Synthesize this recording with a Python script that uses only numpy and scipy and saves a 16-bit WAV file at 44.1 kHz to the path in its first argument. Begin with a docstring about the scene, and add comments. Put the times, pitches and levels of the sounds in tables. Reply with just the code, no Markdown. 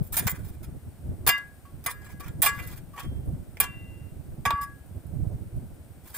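"""Steel shovel on gravelly pavement

Outdoors, very close to a stereo microphone, a shovel is picked up and shifted over the ground.
Each contact is a short gritty chatter; the harder knocks set the steel ringing until the grip damps it.
Air and handling rumble on the two microphone ports; fingers tick faintly over distant air and hiss."""
import sys
import numpy as np
from scipy import signal
from scipy.fft import rfft, irfft, next_fast_len
from scipy.io import wavfile
from scipy.ndimage import uniform_filter1d

SR = 44100
rng = np.random.default_rng(int(sys.argv[2]) if len(sys.argv) > 2 else 0)


def dump(signal):
    """Clip the signal to [-1, 1] and save it as 16-bit WAV at the path in sys.argv[1]."""
    limited = np.clip(np.atleast_2d(signal).T, -1, 1)
    pcm = np.round(limited * 32767).astype(np.int16)
    wavfile.write(sys.argv[1], SR, pcm)


N = 272097
TIME = np.arange(N) / SR
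SIDES = np.array([[.5], [-.5]])   # splits a left-minus-right difference, such as pan_db, over the ports


def from_db(db):
    """Decibels to gain."""
    return 10 ** (np.asarray(db) / 20)


def rms(x):
    """Root mean square."""
    return np.sqrt(np.mean(x ** 2) + 1e-20)


def at_hz(points, hz):
    """Read a table on a log-frequency axis."""
    freqs, values = np.transpose(points)
    return np.interp(np.log(np.maximum(hz, 1)), np.log(freqs), values)


def add(track, start_s, sound):
    """Mix a stereo sound in at start_s."""
    start = int(start_s * SR)
    track[:, start:start + sound.shape[1]] += sound[:, :N - start]


def noise(colour):
    """Noise of rms 1, coloured by rows of freq_hz, gain_db."""
    size = next_fast_len(N)
    gain = from_db(at_hz(colour, np.fft.rfftfreq(size, 1 / SR)))
    x = irfft(rfft(rng.standard_normal(size)) * gain, size)[:N]
    return x / rms(x)


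def noise_pair(colour):
    """Independent noise for left and right."""
    return np.array([noise(colour), noise(colour)])


# Outdoor air, far off: freq_hz, gain_db
AIR_COLOUR = [(100, -9), (400, 2), (750, 2.5), (1000, -5.5), (1600, -5), (2500, -38), (5000, -18.5)]
# Self-noise of each side of the microphone: freq_hz, gain_db
LEFT_HISS_COLOUR = [(500, -37), (2000, -8), (4500, -16.5), (6500, -17), (8000, -5.5), (9200, -1.5),
                    (10500, -11.5), (13000, -9.5), (15300, -9), (16500, -52)]
RIGHT_HISS_COLOUR = [(500, -23.5), (2000, -6.5), (4500, -14.5), (6500, -26), (8000, -65), (9200, -17),
                     (10500, -24), (13000, -11), (15000, -7), (16500, -43)]


def air_and_hiss(air_db, hiss_db):
    """Distant air reaches both ports alike; each adds its own hiss."""
    hiss = from_db(hiss_db)[:, None] * np.array([noise(LEFT_HISS_COLOUR), noise(RIGHT_HISS_COLOUR)])
    return hiss + from_db(air_db) * noise(AIR_COLOUR)


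def turbulence(colour, shared, steady_s, lumpy_db):
    """Air in quick lumps, partly shared by the two ports, evened out over steady_s."""
    flow = np.sqrt(shared) * noise(colour) + np.sqrt(1 - shared) * noise_pair(colour)
    flow *= from_db(lumpy_db * noise([(15, 7.5), (30, -6.5), (100, -93), (250, -120)]))
    return flow / np.sqrt(uniform_filter1d(flow ** 2, int(steady_s * SR)) + 1e-9)


# Air and handling right on the microphone: time_s, level_db
BUFFET_LEVEL = [(0.0, -25), (0.07, -45), (0.26, -30), (0.29, -46), (0.34, -36.5), (0.57, -42.5),
                (0.76, -38), (0.82, -52), (0.86, -36.5), (0.95, -52), (1.12, -28.5), (1.15, -41),
                (1.27, -33), (1.36, -54.5), (1.7, -51), (1.74, -43), (1.96, -48.5), (2.37, -38),
                (2.4, -29.5), (2.44, -43.5), (2.65, -39.5), (3.02, -51), (3.06, -34), (3.16, -32.5),
                (3.2, -39), (3.28, -30), (3.54, -49), (3.57, -42.5), (4.23, -43.5), (4.54, -36),
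                (4.57, -46.5), (4.88, -49.5), (4.98, -35), (5.02, -47.5), (5.21, -30.5), (5.4, -37),
                (5.52, -47.5), (5.55, -28), (5.67, -44), (6.17, -53)]
# Which port takes more of the rumble: time_s, pan_db
BUFFET_PAN = [(0, 7), (.45, -6), (.75, 0), (2, -4.5), (2.9, 6), (3.15, -4), (3.7, -1), (4.1, -6.5),
              (4.7, 0.5), (5.2, -11), (5.6, -0.5), (6.15, -3)]
# The deep rumble and the flutter above it: freq_hz, gain_db
RUMBLE_COLOUR = [(10, -58), (20, 5), (45, -4.5), (72, 9), (92, 5.5), (125, 2), (165, -1), (220, -10),
                 (330, -28.5), (800, -56), (2500, -100)]
FLUTTER_COLOUR = [(130, -16.5), (230, -1), (335, -3), (450, -11.5), (620, -13), (1000, -29), (2000, -51.5),
                  (4000, -76.5)]


def buffeting(rumble_trim_db, eddy_db, flutter_db, flutter_pan_db):
    """Moving air and handling rumble on the ports, each in its own eddies, under a lighter flutter."""
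    level_db = np.interp(TIME, *np.transpose(BUFFET_LEVEL))
    pan_db = np.interp(TIME, *np.transpose(BUFFET_PAN))
    swirl_db = eddy_db * noise_pair([(2, -12), (7, 0), (14, -8), (40, -60), (100, -120)])
    rumble = turbulence(RUMBLE_COLOUR, shared=0.24, steady_s=0.0577, lumpy_db=6.0)
    rumble *= from_db(rumble_trim_db + level_db + swirl_db + pan_db * SIDES)
    swing_db = level_db + 39.5   # about the usual level; the flutter follows only part of it
    flutter = turbulence(FLUTTER_COLOUR, shared=0.3, steady_s=0.093, lumpy_db=3.0)
    flutter *= from_db(flutter_db + 0.76 * swing_db + flutter_pan_db * SIDES)
    return rumble + flutter


# Light rattling and dragging between the blows: start_s, length_s, level_db, treble_db
RATTLE_RUNS = [(0.018, 0.059, -70.5, 18), (0.369, 0.18, -64.5, 8.5), (2.012, 0.12, -56, -3.5),
               (2.208, 0.068, -51, -8), (2.516, .27, -56, 3.5), (2.931, .125, -51.5, -4),
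               (6.034, 0.12, -62.5, 8.5)]


def rattle_touches(per_s=60, touch_s=.018, damping_s=0.021, spread_db=3.5, fade_db=5.5):
    """A rattle is an uneven run of light touches that swells and fades; returns contact rows."""
    rows = []
    for start_s, length_s, run_db, treble_db in RATTLE_RUNS:
        count = max(1, round(length_s * per_s))
        for k, (late, force, edge) in enumerate(rng.uniform(-1.1, 1, (count, 3))):
            progress = (k + (1 + late) / 2) / count
            at_s = start_s + length_s * progress
            level_db = run_db + spread_db * force - fade_db * (2 * progress - 1) ** 2
            rows.append((at_s, touch_s, damping_s, level_db, treble_db + spread_db * edge))
    return rows


# Brief modes of the blade that every contact excites: pitch_hz, level_db, t60_s
BRIEF_MODES = [(712, 9, .12), (892, 7, .15), (999, 13, .13), (1118, 8, .2), (1394, 8, .17), (1822, 9, .14),
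               (2010, 3, .25), (2335, 7, .1), (2420, 8, .1), (3205, 3, .2), (3550, 6, .1), (3690, 3, .17),
               (4226, 2, .17), (4761, 6, .16), (5013, 5, .12), (5100, 7, .11), (5905, -4, .15),
               (6540, 2, .12), (7170, 4, .15), (7450, 3, .13), (7691, 6, .12), (8703, 5, .1),
               (9605, 9, .09), (10030, 7, .08), (10400, 6, .09), (12417, 6, .07), (13527, 6, .07),
               (14325, 7, .07), (15043, 7, .07), (15111, 7, .07)]
# Colour of the dense modes between them: pitch_hz, level_db
DENSE_COLOUR = [(500, 6), (600, -11), (720, 4.5), (1140, 5.5), (1450, 3.5), (1700, 4.5), (2150, 0),
                (2400, 7), (2700, -8), (3400, 12), (4000, 3.5), (7000, -4), (11500, -0.5), (15000, 11.5)]
# Decay of the dense modes: pitch_hz, t60_s
DENSE_DECAY = [(600, 0.06), (1500, 0.076), (3000, 0.083), (6000, 0.052), (10000, 0.04), (15000, 0.013)]


def blade_modes(size, spread_rad, count=480):
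    """The blade's fast-dying modes; above the bass each reaches the two ports with its own phase."""
    t = np.arange(size, dtype=np.float32) / SR
    dense_hz = np.linspace(np.sqrt(420), np.sqrt(15600), count) ** 2
    dense_hz *= 1 + rng.uniform(-1, 1, count) / count
    dense_db = at_hz(DENSE_COLOUR, dense_hz) + rng.normal(0, 1.5, count)
    brief_hz, brief_db, brief_t60_s = np.transpose(BRIEF_MODES)
    hz = np.r_[dense_hz, brief_hz]
    height = from_db(np.r_[dense_db, brief_db]) * hz ** (1 / 4)   # sparser modes are taller
    t60_s = np.r_[at_hz(DENSE_DECAY, dense_hz), brief_t60_s]
    apart_rad = rng.normal(0, 1, len(hz)) * spread_rad * np.minimum(hz / 3300, 1) ** 2
    port_gains = height * np.exp(1j * np.outer([1, -1], apart_rad))
    decay = np.exp(np.outer(-np.log(1000) / t60_s, t).astype(np.float32))
    phase = np.outer(2 * np.pi * hz, t).astype(np.float32)
    return port_gains, decay * np.cos(phase), decay * np.sin(phase)


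def chatter(length_s, size, grit_db, slips_per_s=1500):
    """The force of a first touch, then of tiny slips over grit while the contact lasts."""
    slips = (rng.random(size) < slips_per_s / SR) & (np.arange(size) < length_s * SR)
    force = slips * rng.standard_normal(size) * from_db(grit_db)
    force[0] = 1
    return force


# Steel striking and scraping the pavement, very close; treble_db is the high band over the low:
# start_s, length_s, damping_s, level_db, treble_db
GROUND_CONTACTS = [(0.123, 0.011, 0.033, -47, 14.5), (.132, 0.027, 0.035, -43, 10),
                   (.167, 0.031, 0.14, -35, 11.5), (0.219, 0.045, 0.029, -50.5, 4.5),
                   (.268, 0.012, 0.017, -30, 4), (0.294, 0.023, 0.029, -49, 20),
                   (0.335, 0.036, 0.064, -51.5, -3.5), (.63, 0.018, 0.066, -56, 7.5),
                   (1.265, 0.0041, 0.021, -29.5, 3), (1.272, 0.0061, 0.012, -24, 7.5),
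                   (1.284, 0.0096, 0.29, -25.5, 6.5), (1.377, .004, 0.014, -50, 3.5),
                   (1.656, 0.0068, 0.095, -62, -8), (1.84, 0.015, 0.03, -56, 10),
                   (1.861, 0.0084, 0.01, -33, 7.5), (1.876, 0.018, .13, -33.5, -10),
                   (1.895, 0.02, 0.042, -45, 7), (2.198, 0.013, .05, -49.5, 3),
                   (2.281, 0.0039, 0.065, -51, 7.5), (2.419, 0.0064, 0.031, -35, 19.5),
                   (2.429, 0.033, 0.013, -29, 7), (2.463, 0.012, 0.42, -27.5, 5.5),
                   (2.484, .01, 0.3, -36, -1), (2.58, 0.023, 0.027, -42, -10),
                   (2.672, 0.0055, 0.063, -59.5, 20.5), (2.762, 0.011, 0.046, -70, 17),
                   (2.976, 0.016, 0.047, -38.5, -16), (2.994, 0.012, 0.066, -42.5, -1.5),
                   (3.57, .001, 0.0051, -40.5, -11), (3.601, 0.01, 0.107, -32.5, 18),
                   (3.626, 0.017, 0.25, -37, 2), (4.453, 0.0042, .0079, -21.5, -12.5),
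                   (4.458, 0.0038, 0.33, -23, -12.5), (4.506, 0.00525, .0023, -21.5, -17.5),
                   (4.611, 0.027, 0.075, -51, 9), (6.142, 0.03, 0.035, -47.5, 10)]
# Low, middle and high bands of a contact: low_hz, high_hz
BANDS = [(480, 2600), (2600, 8000), (8000, 16000)]


def contacts(band_trim_db, band_pan_db, crack_db, size=10000):
    """Each blow or light touch cracks dryly and drives the blade's modes, mixed by where it lands."""
    out, t = np.zeros((2, N)), np.arange(size) / SR
    port_gains, cosines, sines = blade_modes(size, spread_rad=0.92)
    filters = [signal.butter(order, band, "band", fs=SR, output="sos")
               for order, band in zip((2, 4, 4), BANDS)]
    for start_s, length_s, damping_s, level_db, treble_db in GROUND_CONTACTS + rattle_touches():
        phases = np.exp(2j * np.pi * rng.random(len(sines)))
        weights = (port_gains * phases * from_db(rng.normal(0, 4.6, len(sines)))).astype(np.complex64)
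        blade = weights.real @ cosines + weights.imag @ sines
        blade /= rms(blade[:, :SR // 200])
        blade = blade * (1 + 2 * np.exp(-t / damping_s)) / 3   # the contact soaks up most of the ring
        crack = from_db(crack_db) * rng.standard_normal(size) * np.exp(-t / 0.0018)
        force = chatter(length_s, size, grit_db=-3.5)
        scrape = signal.fftconvolve(blade + crack, force[None], axes=1)[:, :size]
        touching = int((length_s + 0.00085) * SR)
        middle_db = treble_db * (0.13 if treble_db > 0 else 0.82)   # dull contacts lose the middle too
        levels_db = level_db + np.array([0, middle_db, treble_db]) + band_trim_db
        for sos, band_db, pan_db in zip(filters, levels_db, band_pan_db):
            band = signal.sosfilt(sos, scrape) * from_db(pan_db * SIDES)
            add(out, start_s, band * from_db(band_db) / rms(band[:, :touching]))
    return out


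def ground_scatter(direct, level_db, t60_s):
    """The ground and surroundings scatter a faint tail of each blow back to the microphone."""
    t = np.arange(SR // 2) / SR
    colour = [(400, -12), (1500, 15.5), (4000, -3.5), (8000, -4.5), (15000, -14.5)]
    tails = noise_pair(colour)[:, :len(t)] * from_db(-60 * t / t60_s)
    tails /= np.sqrt(np.sum(tails ** 2) / 2)
    return from_db(level_db) * signal.fftconvolve(direct, tails, axes=1)[:, :N]


# Long modes of the steel: pitch_hz, level_db, free_t60_s, grip_t60_s, pan_db, left_lead_rad
RING_MODES = [(890, -19, .4, .2, 0, 0), (1141, -2, .45, .24, 0, .2), (1659, -3.5, .5, .65, 4.5, -.7),
              (2045, -8, .42, .32, 2, 1.3), (2390, -7, .1, .2, -4, .9), (2803, -9, .35, .18, -3, 1),
              (4762, -11, .16, .3, 3, -1.2), (9191, -14, .09, .2, 0, -1), (3249, -10, .1, .3, -4, -2.7),
              (3660, -19, .3, .3, 0, -.9), (5895, -30, .4, .5, 0, -1), (14594, -1, .09, .2, -2, .4)]
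# Knocks, very close. The struck spot favours one pitch, the grip detunes, the turning blade pans:
# start_s, level_db, tilt_db_per_octave, favoured_hz, lift_db, width_octaves, detune_cents,
# ring_factor, free_s, turn_pan_db
RINGING_KNOCKS = [(.169, -41.5, 7.5, 9191, 17, .3, 5.5, 1.1, 0.021, 1),
                  (.277, -40, -3, 2045, 17, 0.108, -5.5, 0.47, 0.13, -4),
                  (1.273, -27.5, 2.5, 14594, 8, .3, 18.5, 0.79, 0.016, 2),
                  (1.289, -34, 4, 2160, 19, 0.95, -5, 1.28, 0.076, -0.5),
                  (1.652, -60.5, 1, 1170, 15, .3, -36, 0.52, .18, 1),
                  (1.862, -34, -8.5, 2045, 15.5, 0.17, -15.5, 0.35, 0.091, -3),
                  (1.911, -63, 3.5, 1760, 18.5, 0.33, -6, 4.4, .4, 0),
                  (2.204, -56, 2.5, 1141, 17.5, 0.43, 8.5, 0.72, 0.035, 3),
                  (2.42, -38, 2.5, 2540, 9.5, 0.25, -0.5, 5.7, .04, -5),
                  (2.463, -20.5, -3.5, 2400, 15.5, 0.1, 9.5, 0.27, .1, -1),
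                  (2.466, -28.5, -3.5, 1800, 7.5, 0.24, 2, 0.86, .13, 0.5),
                  (2.59, -53, 3.5, 2200, 21.5, 0.45, -20.5, 1.05, 0.13, -2),
                  (2.937, -65.5, 2, 1141, 23, 0.26, 4.5, 2.5, 0.075, 0),
                  (2.978, -48.5, -3, 1141, 10, 0.29, -30.5, 0.59, 0.073, 0),
                  (2.998, -77, 1.5, 3249, 35.5, 0.13, -13, 6.7, 0.32, 0),
                  (3.602, -30, -0.5, 2380, 16.5, 0.09, -1.5, 0.76, 0.069, -1.5),
                  (3.621, -60.5, 2.5, 2680, 27.5, 0.49, -29.5, 3.23, .48, 4),
                  (4.455, -32.5, -6.5, 1250, 11, 0.43, -4, 1.7, 0.044, -2),
                  (4.508, -42, -4, 1232, 18.5, 0.59, -1, 2.8, 0.12, 0),
                  (6.146, -56.5, -1, 1800, 18.5, 0.41, -2, 0.68, .03, 0)]
# How fast the shifting grip bends and shakes the ring: rate_hz, gain_db
GRIP_WAVER = [(3, -17.5), (12, -1.5), (40, -4.5), (120, -29.5), (400, -100)]


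def ringing(rise_s, waver_cents, waver_db, pivot_hz):
    """Knocks set the long modes ringing; they waver in the hand until the tightening grip chokes them."""
    out, t = np.zeros((2, N)), np.arange(SR) / SR
    waver = noise(GRIP_WAVER)
    rise = 1 - np.exp(-t / rise_s)
    for (start_s, level_db, tilt, favoured_hz, lift_db, width_octaves, detune_cents,
         ring_factor, free_s, turn_pan_db) in RINGING_KNOCKS:
        gripped_s = np.maximum(t - free_s, 0)
        for hz, mode_db, free_t60_s, grip_t60_s, pan_db, lead_rad in RING_MODES:
            bend, shake = [waver[start:start + SR] for start in rng.integers(0, N - SR, size=2)]
            spot_db = lift_db * np.exp(-(np.log2(hz / favoured_hz) / width_octaves) ** 2)
            strike_db = level_db + mode_db + tilt * np.log2(hz / pivot_hz) + spot_db
            decay_db = -60 * (t / (free_t60_s * ring_factor) + gripped_s / grip_t60_s)
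            envelope = rise * from_db(strike_db + decay_db + waver_db * shake)
            bent_hz = hz * 2 ** ((detune_cents + waver_cents * bend) / 1200)
            cycles = np.cumsum(bent_hz) / SR + rng.random()
            tone = np.sin(2 * np.pi * cycles + lead_rad * SIDES)
            add(out, start_s, tone * envelope * from_db((pan_db + turn_pan_db) * SIDES))
    return out


def finger_ticks(level_db, per_s, decay_s):
    """Fingers shifting their hold make faint high ticks at random moments."""
    ticks = (rng.random(N) < per_s / SR) * from_db(4 * np.minimum(rng.exponential(1, N), 2))
    envelope = signal.lfilter([1], [1, -np.exp(-1 / (decay_s * SR))], ticks + 1e-18)
    colour = [(2500, -7), (7000, -23), (11000, 25), (15000, 5), (16500, -30)]
    return from_db(level_db) * envelope * noise_pair(colour)


def scene():
    """The shovel close up, buffeting on the microphone itself, open air far behind."""
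    scrapes = contacts(band_trim_db=(-.5, -.8, -.5), band_pan_db=(-.8, .3, -1.5), crack_db=-20)
    scatter = ground_scatter(scrapes, level_db=-20.5, t60_s=0.41)
    ring = ringing(rise_s=0.00086, waver_cents=4, waver_db=1.3, pivot_hz=1850)
    buffets = buffeting(rumble_trim_db=1.5, eddy_db=2, flutter_db=-50.5, flutter_pan_db=-1.7)
    fingers = finger_ticks(level_db=-64, per_s=7, decay_s=.007)
    background = air_and_hiss(air_db=-62.5, hiss_db=(-61, -64.5))
    return scrapes + scatter + ring + buffets + fingers + background


def record(dry, ceiling=.9, cutoff_hz=15550):
    """The highest peaks are rounded and the top is cut steeply."""
    rounded = np.tanh(dry / ceiling) * ceiling
    return signal.sosfilt(signal.ellip(10, .2, 80, cutoff_hz, fs=SR, output="sos"), rounded)


dry = scene()
out = record(dry)
dump(out)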